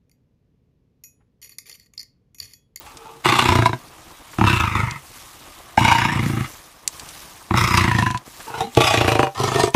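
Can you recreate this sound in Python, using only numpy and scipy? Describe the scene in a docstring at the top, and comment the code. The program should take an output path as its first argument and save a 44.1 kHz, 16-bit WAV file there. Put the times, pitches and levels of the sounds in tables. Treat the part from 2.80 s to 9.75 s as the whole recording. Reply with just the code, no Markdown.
"""First comes a faint breath and a scuff of sand; then a male lion, a few metres away, growls in bursts.
Loose folds in his throat flap about 28 times a second. Each flap makes his chest, windpipe and mouth
ring, and chops his breath into a rasp. Between growls come indrawn breaths, paws scuffing dry sand,
a snapping twig and the quiet air of the bush."""
import sys
import numpy as np
from scipy import signal
from scipy.fft import rfft, irfft, next_fast_len
from scipy.io import wavfile
from scipy.ndimage import uniform_filter1d, map_coordinates

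SR = 44100
rng = np.random.default_rng(int(sys.argv[2]) if len(sys.argv) > 2 else 0)


def to_wav(s):
    """Save 16-bit WAV."""
    ch = np.atleast_2d(s).T  # columns
    pcm = np.round(np.clip(ch, -1, 1) * 32767)  # PCM
    wavfile.write(sys.argv[1], SR, pcm.astype(np.int16))


N = 306495


def amp(db):
    """Turn decibels into a number to multiply by."""
    return 10 ** (np.asarray(db) / 20)


def filtered(x, response):
    """Change the tone of x with a filter that leaves white noise at the same power."""
    size = next_fast_len(len(x) + SR // 4)
    gain = response(np.fft.rfftfreq(size, 1 / SR))
    return irfft(rfft(x, size) * gain / np.sqrt(np.mean(np.abs(gain) ** 2)), size)[:len(x)]


def resonances(modes):
    """A filter that rings at the given pitches."""
    return lambda f: sum((-1) ** k * amp(db) * 1j * f * width / (hz * hz - f * f + 1j * f * width)
                         for k, (hz, width, db) in enumerate(modes))


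def colour(points):
    """A filter that joins up (Hz, dB) points."""
    hz, db = np.transpose(points)
    return lambda f: amp(np.interp(np.log(f + 1), np.log(hz), db, -120, -120))


def wander(n, step):
    """A smooth random curve of n samples, with a new value every step samples."""
    return map_coordinates(rng.standard_normal(n // step + 4), [np.arange(n) / step])


def patchy(depth_db, size=(18, 4)):
    """Noise with louder and softer patches; size counts steps in frequency and in time."""
    spectrum = signal.stft(rng.standard_normal(N + 512), nperseg=512)[2]
    patches = uniform_filter1d(rng.standard_normal(spectrum.shape), size[0], 0)
    patches = uniform_filter1d(patches, size[1], 1)
    noise = signal.istft(spectrum * amp(depth_db * patches / patches.std()), nperseg=512)[1][:N]
    return noise / noise.std()


# The tone of far air and of sand. Each row: frequency in Hz, relative level in dB.
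AIR_TONE = [(15, -35), (25, 0), (146, -4.5), (213, -10.5), (318, -3.5), (397, -10.5), (1220, -4),
            (1400, -12), (3000, -15.5), (3900, -18), (6600, -120)]
SAND_TONE = [(880, -45), (1500, -3.5), (3060, -4.5), (4340, -2.5), (5940, -3), (8270, -5), (11600, -6),
             (15400, -11.5)]
# Paws dragging. Each row: time of the peak in seconds, grain level in dB, low rustle level in dB,
# rise in seconds, fade in dB per second.
SCUFFS = [(.01, -56, -51.5, .02, 63.5), (1.0, -56, -54, 0.15, 25), (1.35, -62, -53, .2, 20),
          (1.52, -52, -58, 0.014, 17), (2.38, -48, -58, .25, 50), (2.72, -56, -50, 0.25, 25),
          (3.48, -40, -60, .1, 60), (3.72, -50, -49, 0.147, 90), (4.134, -46, -50, 0.0415, 40),
          (4.38, -48, -52, .2, 35), (5.47, -50, -62, 0.024, 30), (5.63, -49, -49, 0.1, 52),
          (5.94, -50, -60, 0.033, 37.5)]


def air_and_paws():
    """Quiet air and a faint hiss of sand; both swell when a paw drags and throws grains."""
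    t = np.arange(N) / SR
    air_level, sand_level = amp(-51), amp(-56)  # at rest
    for peak, grain_db, rustle_db, rise, fade in SCUFFS:
        swell = np.clip(1 + (t - peak) / rise, 0, 1) * amp(-fade * np.maximum(t - peak, 0))
        air_level += amp(rustle_db) * swell
        sand_level += amp(grain_db) * swell
    grit = patchy(1.6) * amp(2.2 * rng.standard_normal(N // 60 + 1).repeat(60)[:N])
    air = filtered(patchy(2.3), colour(AIR_TONE))
    return air_level * air + sand_level * filtered(grit, colour(SAND_TONE))


# Each row: start in seconds, relative level in dB, rough pitch in Hz, seconds to fade by 60 dB.
TWIG_CRACKS = [(0.064, -28, 1240, 0.036), (.171, -21, 5250, 0.0266), (1.533, -24, 1140, 0.054),
               (2.11, -12.5, 4300, 0.014), (3.925, -33, 8500, .012), (4.077, 4, 8200, 0.011),
               (4.196, -17, 4530, 0.034), (4.289, -20.5, 5700, 0.03), (4.44, -33, 9000, .015),
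               (4.548, -45, 900, 0.026), (4.626, -34, 300, .02), (5.311, -11.5, 4300, 0.011),
               (5.375, -13.5, 3670, 0.018), (5.478, -20.5, 288, 0.018), (5.603, -22, 1050, 0.062),
               (5.95, -11, 3500, 0.0123), (6.905, -16.5, 12000, 0.0042)]


def twigs():
    """Twigs and grit crack under the paws, each with a faint scatter after it."""
    out, t = np.zeros(N + SR), np.arange(SR // 10) / SR
    for start, db, hz, fade_s in TWIG_CRACKS:
        burst = rng.standard_normal(len(t)) * (amp(-60 * t / fade_s) + amp(-25 - 60 * t / .091))
        band = resonances([(hz, 1.67 * hz, 0)])
        crack = filtered(burst, lambda f: band(f) * (band(f) + .25) / (1 + (f / 10500) ** 8))
        out[round(start * SR):][:len(t)] += amp(db - 11.5) * crack
    return out[:N]


def ground_echo(x):
    """Sand, fence posts and scrub send back a short, blurred echo."""
    t = np.arange(SR // 4) / SR
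    tail = rng.standard_normal(len(t)) * amp(-60 * t / .12) * (t > .006)
    return signal.fftconvolve(x, tail / np.linalg.norm(tail))[:N]


# Each row: frequency in Hz, relative level in dB.
HISS_TONE = [(2000, -1), (3200, 0), (4500, -3), (6500, -5.5), (9000, -11), (12000, -16.5), (15500, -32)]


def teeth_hiss(air, clean):
    """Air hisses past the teeth, less so when the flapping is clean."""
    return filtered(air * np.sqrt(1 - .69 * clean), colour(HISS_TONE))


# One row per breath. Each row: first flap in seconds, number of flaps that follow, then the gap
# between flaps in milliseconds at the start, middle and end.
FLAPS = [(.11, 7, 37, 37, 37), (.456, 14, 34.1, 32.1, 37), (1.586, 16, 26.1, 37.7, 41.9),
         (2.977, 19, 34.6, 34.5, 36.8), (4.709, 18, 33.5, 33.3, 40.9), (5.702, 5, 40, 32, 30),
         (5.972, 14, 33.5, 34.7, 39), (6.6, 7, 39, 39.5, 40), (6.948, 0, 33, 33, 33)]
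# Flaps that stand out. Each row: time in seconds, extra level in dB.
ACCENTS = [(.456, 2), (.592, 5), (.687, 2.5), (.754, 1.5), (.859, 2.5), (1.612, 5), (1.7, -0.5),
           (1.956, 8.5), (2.977, 4), (4.74, 3), (4.941, 0), (4.977, 3), (5.812, 5), (5.972, 3),
           (6.006, 3.5), (6.141, 5), (6.176, 1.5), (6.21, 3), (6.245, 1), (6.281, 3.5), (6.394, 3),
           (6.43, 5), (6.797, 0.5), (6.837, 4.5)]


def throat_folds(k, a, b):
    """The folds slap together in breath k (samples a to b). Gives flap positions, accents and pushes."""
    first, more, *gaps_ms = FLAPS[k]
    gaps = np.interp(np.linspace(0, 1, more), [0, .5, 1], gaps_ms) / 1000
    times = first + np.cumsum(np.append(0, gaps))
    jitter, force, lag, rebound = rng.standard_normal((4, len(times)))
    flaps = ((times + .00052 * jitter) * SR).astype(int).clip(a, b - 1) - a
    accent = amp(sum(db * (abs((a + flaps) / SR - when) < .01) for when, db in ACCENTS))
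    slaps = np.zeros(b - a)
    slaps[flaps] = np.sqrt(np.mean(gaps_ms) / 1000 * SR) * amp(1.27 * force) * accent
    # the folds never close all at once, so a weaker slap follows
    second = (flaps + SR * (.0004 + .001 * abs(lag))).astype(int).clip(0, b - a - 1)
    slaps[second] += .55 * np.tanh(2 * rebound) * slaps[flaps]
    pushes = signal.lfilter([.045], [1, -1.6, .64], slaps)  # soften the sharp clicks
    return flaps, accent, pushes


def airflow(flaps, accent, clean):
    """How strongly air flows: it puffs at each flap, and leaks in between when the flapping is rough."""
    n, t = len(clean), np.arange(SR // 8) / SR
    kicks = np.zeros(n)
    kicks[np.maximum(flaps - int(.004 * SR), 0)] = amp(2.1 * rng.standard_normal(len(flaps))) * accent
    puff = (1 - np.exp(-t / .0021)) * np.exp(-t / .011)
    leak = .7 * (1 - clean)
    flow = leak + np.convolve(kicks, puff)[:n]
    flow /= np.sqrt(np.mean(flow[flaps[0]:flaps[-1] + 400] ** 2))
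    spit = amp(2.8 * wander(n, 150))  # spit breaks the flow into uneven bursts
    return flow * spit / np.sqrt(np.mean(spit ** 2))


def voice(pushes, flow, clean):
    """Blend the throat's two sounds: clean = 1 is all flaps, clean = 0 is all rushing air."""
    return np.sqrt(clean) * pushes + np.sqrt(1 - clean) * flow * rng.standard_normal(len(flow))


def chest(flaps, flow, db, hz):
    """Each flap sets the chest booming, and the rushing air makes it rumble."""
    n, t = len(flow), np.arange(SR // 8) / SR
    boom = np.zeros(n + len(t))
    fade = np.exp(-t / .015) * (1 - np.exp(-t / .0015))
    for i in flaps:
        pitch = hz[i] * rng.normal(1, .07)
        boom[i:i + len(t)] += amp(db[i] + 9.5) * np.cos(2 * np.pi * pitch * (t - .001)) * fade
    rumble = filtered(amp(db - 7) * flow * rng.standard_normal(n), resonances([(109.6, 29, 0)]))
    return boom[:n] + rumble


# One row per breath. 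Each row: two resonances, each with pitch in Hz, width in Hz, relative level in dB.
WINDPIPE = [
    [(330, 83, -11), (457, 13, 1.5)],
    [(241, 11, -1.5), (344, 69.4, 0)],
    [(189, 16, -2), (323, 31.8, -1)],
    [(199, 120, -7), (322, 50, -1)],
    [(182, 30, 1), (337, 25, 0)],
    [(289, 128, -11.5), (449, 18, 5)],
    [(292, 60, 0), (460, 42, 0.5)],
    [(254.3, 59, -9), (416.5, 28.2, 5.5)],
    [(298, 79, -1), (440, 190, -7)],
]


def windpipe(k, drive):
    """The windpipe rings at two low pitches and passes little above them."""
    muffle = signal.butter(4, 1.3 * WINDPIPE[k][-1][0], fs=SR)
    return signal.lfilter(*muffle, filtered(drive, resonances(WINDPIPE[k])))


# Each row: start and end in seconds, first and last pitch in Hz, width in Hz, relative level in dB.
JAW_SLIDES = [(1.582, 1.655, 714, 1010, 70.4, -4), (2.965, 3.034, 781, 1110, 70, 1),
              (4.695, 4.765, 724, 886, 60, -5), (1.67, 1.91, 1630, 1160, 89, -7),
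              (1.719, 2.15, 2800, 1910, 109, -7.5), (3.146, 3.447, 1330, 2240, 89, -8.5),
              (4.766, 5.22, 1254, 995, 80, -5.5), (4.816, 5.286, 2170, 1690, 101, -4.5),
              (5.993, 6.302, 865, 614, 50, -37), (4.76, 5.0, 5350, 4800, 200, -12),
              (3.05, 3.2, 850, 1020, 50, -10)]


def jaw_slides(drive, now):
    """As the jaw moves, single resonances of the mouth slide up or down."""
    out = np.zeros(len(now))
    for start, end, from_hz, to_hz, width_hz, db in JAW_SLIDES:
        if now[0] < start < now[-1]:
            turn = np.exp(2j * np.pi * np.cumsum(np.interp(now, [start, end], [from_hz, to_hz])) / SR)
            window = np.clip(np.minimum(now - start, end - now) / .0043, 0, 1)
            decay = np.exp(-np.pi * width_hz / SR)
            ring = turn * signal.lfilter([1], [1, -decay], drive * window / turn)
            out += amp(db) * np.sqrt(2 * (1 - decay ** 2)) * ring.real
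    return out


# One row per breath. Each row: an early and a late list of resonances, laid out as in WINDPIPE.
MOUTH_SHAPES = [([(871, 46, 2.5), (1314, 91, 1), (2496, 90, -6)], [(867, 55, -2), (1194, 35, -6)]),
                ([(857, 155, 6), (1188.4, 102, 8.5), (1477, 67, 3), (2060, 270, 1), (2770, 180, -0.5),
                (3540, 220, -1.5)], [(658, 41, -9), (1000, 53, 2.5), (1620, 109, -9), (2220, 156, -12),
                (2784, 130, -15), (3860, 143, -11.5)]), ([(981, 59, 0.5), (1277, 116, 2), (1706, 344, -5),
                (2340, 150, -4.5), (2674, 130, -1), (3550, 136, -9.5), (3760, 150, -10)], [(931, 55, 4.5),
                (1270, 140, 1), (1500, 63, -9), (1850, 180, -0.5), (2080, 97, 5), (2520, 240, -7),
                (3600, 120, -35.5)]), ([(940, 48, 4.5), (1600, 173, -7.5), (2240, 180, -6.5),
                (2914, 85, -8), (3340, 56, -21.5), (3830, 50, -11.5)], [(788, 27, -0.5), (1225, 165, 1),
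                (2120, 270, -3), (2830, 110, -8), (3400, 190, -13), (4000, 130, -19)]), ([(940, 95, 4),
                (1254, 280, 4), (1786, 63, -1.5), (2030, 106, 6.5), (2850, 110, -8), (3280, 130, -9),
                (3900, 140, -7)], [(715, 16, -12), (1004, 21, 1.5), (1740, 150, -13), (2200, 88, -16),
                (2740, 220, -14.5), (3440, 81, -40), (3970, 110, -24.5)]), ([(880, 43, 13.5),
                (1460, 160, 0.5), (2693, 110, -6.5), (4040, 43, -26)], [(794, 30, 3.5), (2067, 200, -15),
                (2895, 54, -12.5), (3920, 120, -13)]), ([(619, 43, 1.5), (843, 60, 2.5), (1142, 18, 8.5),
                (1380, 220, -7.5), (1920, 110, -7), (2500, 190, -3.5), (3030, 76, -6), (3420, 87, -3.5),
                (3940, 77, -14)], [(581.5, 16, -6), (777, 10.6, -2), (947, 23, -7), (1140, 250, -12.5),
                (1880, 470, -19), (2420, 136, -14), (2860, 130, -14)]), ([(720, 120, -4.5), (1038, 61, 0),
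                (1269, 49, -1), (1864, 46, -9.5), (2180, 25, -7.5), (4170, 130, -19)], [(695, 36, 0.5),
                (953, 17, 3.5), (1196, 85, -7), (1827, 26, -5), (3500, 75, -13)]), ([(730, 160, -7),
                (2520, 600, -11)], [(930, 280, 1), (2550, 206, -7)])]


def mouth(k, drive, progress):
    """The mouth rings like a vowel, fading from its early shape to its late one."""
    early, late = MOUTH_SHAPES[k]
    blend = np.clip(2.11 * progress - .6, 0, 1)
    vowel = filtered(drive * np.sqrt(1 - blend), resonances(early))
    vowel += filtered(drive * np.sqrt(blend), resonances(late))
    lowest_hz = min(early[0][0], late[0][0])  # little gets through below this
    vowel = signal.lfilter(*signal.butter(2, .59 * lowest_hz, "high", fs=SR), vowel)
    tremble = 16 * wander(len(drive), 1500)  # trembling tongue and lips make the pitches waver
    return map_coordinates(vowel, [np.arange(len(drive)) + tremble], mode="nearest")


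# How hard he pushes, one list per breath. Each row: time in seconds, relative chest and mouth levels in dB.
EFFORT = [
    [(.07, -67, -38.5), (.14, -65, -56), (.22, -64.5, -47), (.3, -60, -41.5), (.37, -53.5, -50)],
    [(.448, -22.5, -14.5), (.55, -31.5, -20), (.68, -19.5, -19), (.79, -17.5, -18), (.865, -25, -13.5),
     (.9, -25, -27), (.94, -26, -17)],
    [(1.584, -19.5, -24), (1.646, -18, -18.5), (1.78, -21, -21), (1.91, -26, -27), (1.97, -20.5, -24.5),
     (2.04, -20, -25), (2.17, -40.5, -34)],
    [(2.974, -20.5, -16.5), (3.01, -20, -20.5), (3.09, -24.5, -15.5), (3.19, -26, -20), (3.25, -24, -22),
     (3.45, -20.5, -32), (3.6, -22, -30.5), (3.66, -38, -31)],
    [(4.706, -20.5, -26), (4.77, -18.5, -18), (4.87, -25, -24.5), (4.95, -18.5, -19.5), (5.15, -19.5, -23),
     (5.25, -21, -20), (5.355, -27, -24)],
    [(5.67, -43, -33.5), (5.74, -43.5, -28.5), (5.82, -33, -26.5), (5.89, -43.5, -42)],
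    [(5.962, -14.5, -17), (6.012, -22, -18), (6.08, -31.5, -18), (6.19, -20.5, -19.5), (6.32, -22, -17.5),
     (6.41, -21.5, -17), (6.48, -39, -26.5)],
    [(6.55, -33.5, -29), (6.61, -22.5, -23.5), (6.7, -28.5, -26.5), (6.82, -20.5, -20), (6.885, -34.5, -27)],
    [(6.944, -16, -8), (6.95, -19, -25)],
]
# One row per breath. Each row: chest pitch in Hz, windpipe boost over the chest effort in dB, hiss boost
# over the mouth effort in dB, each given three times (start, middle, end).
BALANCE = [(145, 160, 140, 10, 14, 2, -5.5, -18, -15), (134, 101, 122, 2.5, -4, -8, -10.5, -11, -16),
           (116, 87, 133, -3.5, -17, -23, -12.5, -18.5, -19), (107, 133, 123, -6, -10, -9, -14, -13, -17),
           (104, 104, 124, -9, -10, -14, -17.5, -9, -12.5), (148, 123, 250, 9, -1.5, -11, -36, -12, -12.5),
           (122, 108, 140, -4, -6, 1.5, -7, -10.5, -9), (129, 126, 137, -2, -1, 3.5, -9, -6.5, -4.5),
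           (130, 130, 130, 14, 9, 16, -7, -7.5, -4)]
# Clean flapping against rushing air, one row per breath. Each row: clean share (0 to 1) in the opening
# slaps, their length in seconds, share just after them, share at the end.
CLEAN_SHARE = [(.03, .02, .03, .03), (.2, .14, .28, .97), (.88, .06, .25, .36), (.9, 0, .2, .34),
               (.85, .04, .3, .85), (.1, .02, .12, .35), (.65, .04, .35, .97), (.12, .2, .3, .55),
               (.8, .02, .8, .8)]
ATTACK_S, RELEASE_S, LOOSEN_S = .012, .028, .026  # fade in, fade out, change from opening slaps to air


def breath(k, rasp):
    """One growl or gasp: flapping folds and rushing air sound through chest, windpipe, mouth and teeth."""
    times, chest_effort, mouth_effort = np.transpose(EFFORT[k])
    begin, end = times[0], times[-1]
    a, b = int((begin - ATTACK_S) * SR), min(N, int((end + RELEASE_S + .24) * SR))
    now = np.arange(a, b) / SR
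    progress = (now - now[0]) / (end - begin + ATTACK_S + RELEASE_S)
    fade_db = np.interp(now, [begin - ATTACK_S, begin, end, end + RELEASE_S], [-26, 0, 0, -26], right=-120)
    chest_db = np.interp(now, times, chest_effort) + fade_db
    mouth_db = np.interp(now, times, mouth_effort) + fade_db
    chest_hz, pipe_boost, hiss_boost = (np.interp(now, np.linspace(begin, end, 3), three)
                                        for three in np.reshape(BALANCE[k], (3, 3)))
    opening, opening_s, after, final = CLEAN_SHARE[k]
    loose = begin + opening_s + LOOSEN_S
    clean = np.interp(now, [loose - LOOSEN_S, loose, max(end, loose + LOOSEN_S)], [opening, after, final])
    flaps, accent, pushes = throat_folds(k, a, b)
    flow = airflow(flaps, accent, clean)
    sound = chest(flaps, flow, chest_db, chest_hz)
    sound += windpipe(k, amp(chest_db + pipe_boost) * voice(pushes, flow, np.cbrt(clean)))
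    drive = amp(mouth_db) * voice(pushes, flow, clean)
    sound += mouth(k, drive, progress) + jaw_slides(drive, now)
    sound += amp(mouth_db + hiss_boost + 1.5) * teeth_hiss(flow * rasp[a:b], clean)
    return np.pad(sound, (a, N - b))


def scene():
    """The lion and his echo over air, sand and twigs, in one channel."""
    rasp = patchy(3, size=(5, 14))  # narrow bands that last about a tenth of a second
    lion = sum(breath(k, rasp) for k in range(len(EFFORT)))
    return (air_and_paws() + twigs() + amp(-9) * ground_echo(lion) + lion)[None]


def record(dry):
    """The microphone loses deep bass; the converter clips the peaks and drops the highest treble."""
    thin = signal.lfilter(*signal.butter(2, 26, "high", fs=SR), dry)
    clipped = np.clip(thin, -1, 1)
    return irfft(rfft(clipped) * (np.fft.rfftfreq(N, 1 / SR) < 15600), N)


dry = scene()
out = record(dry)
to_wav(out)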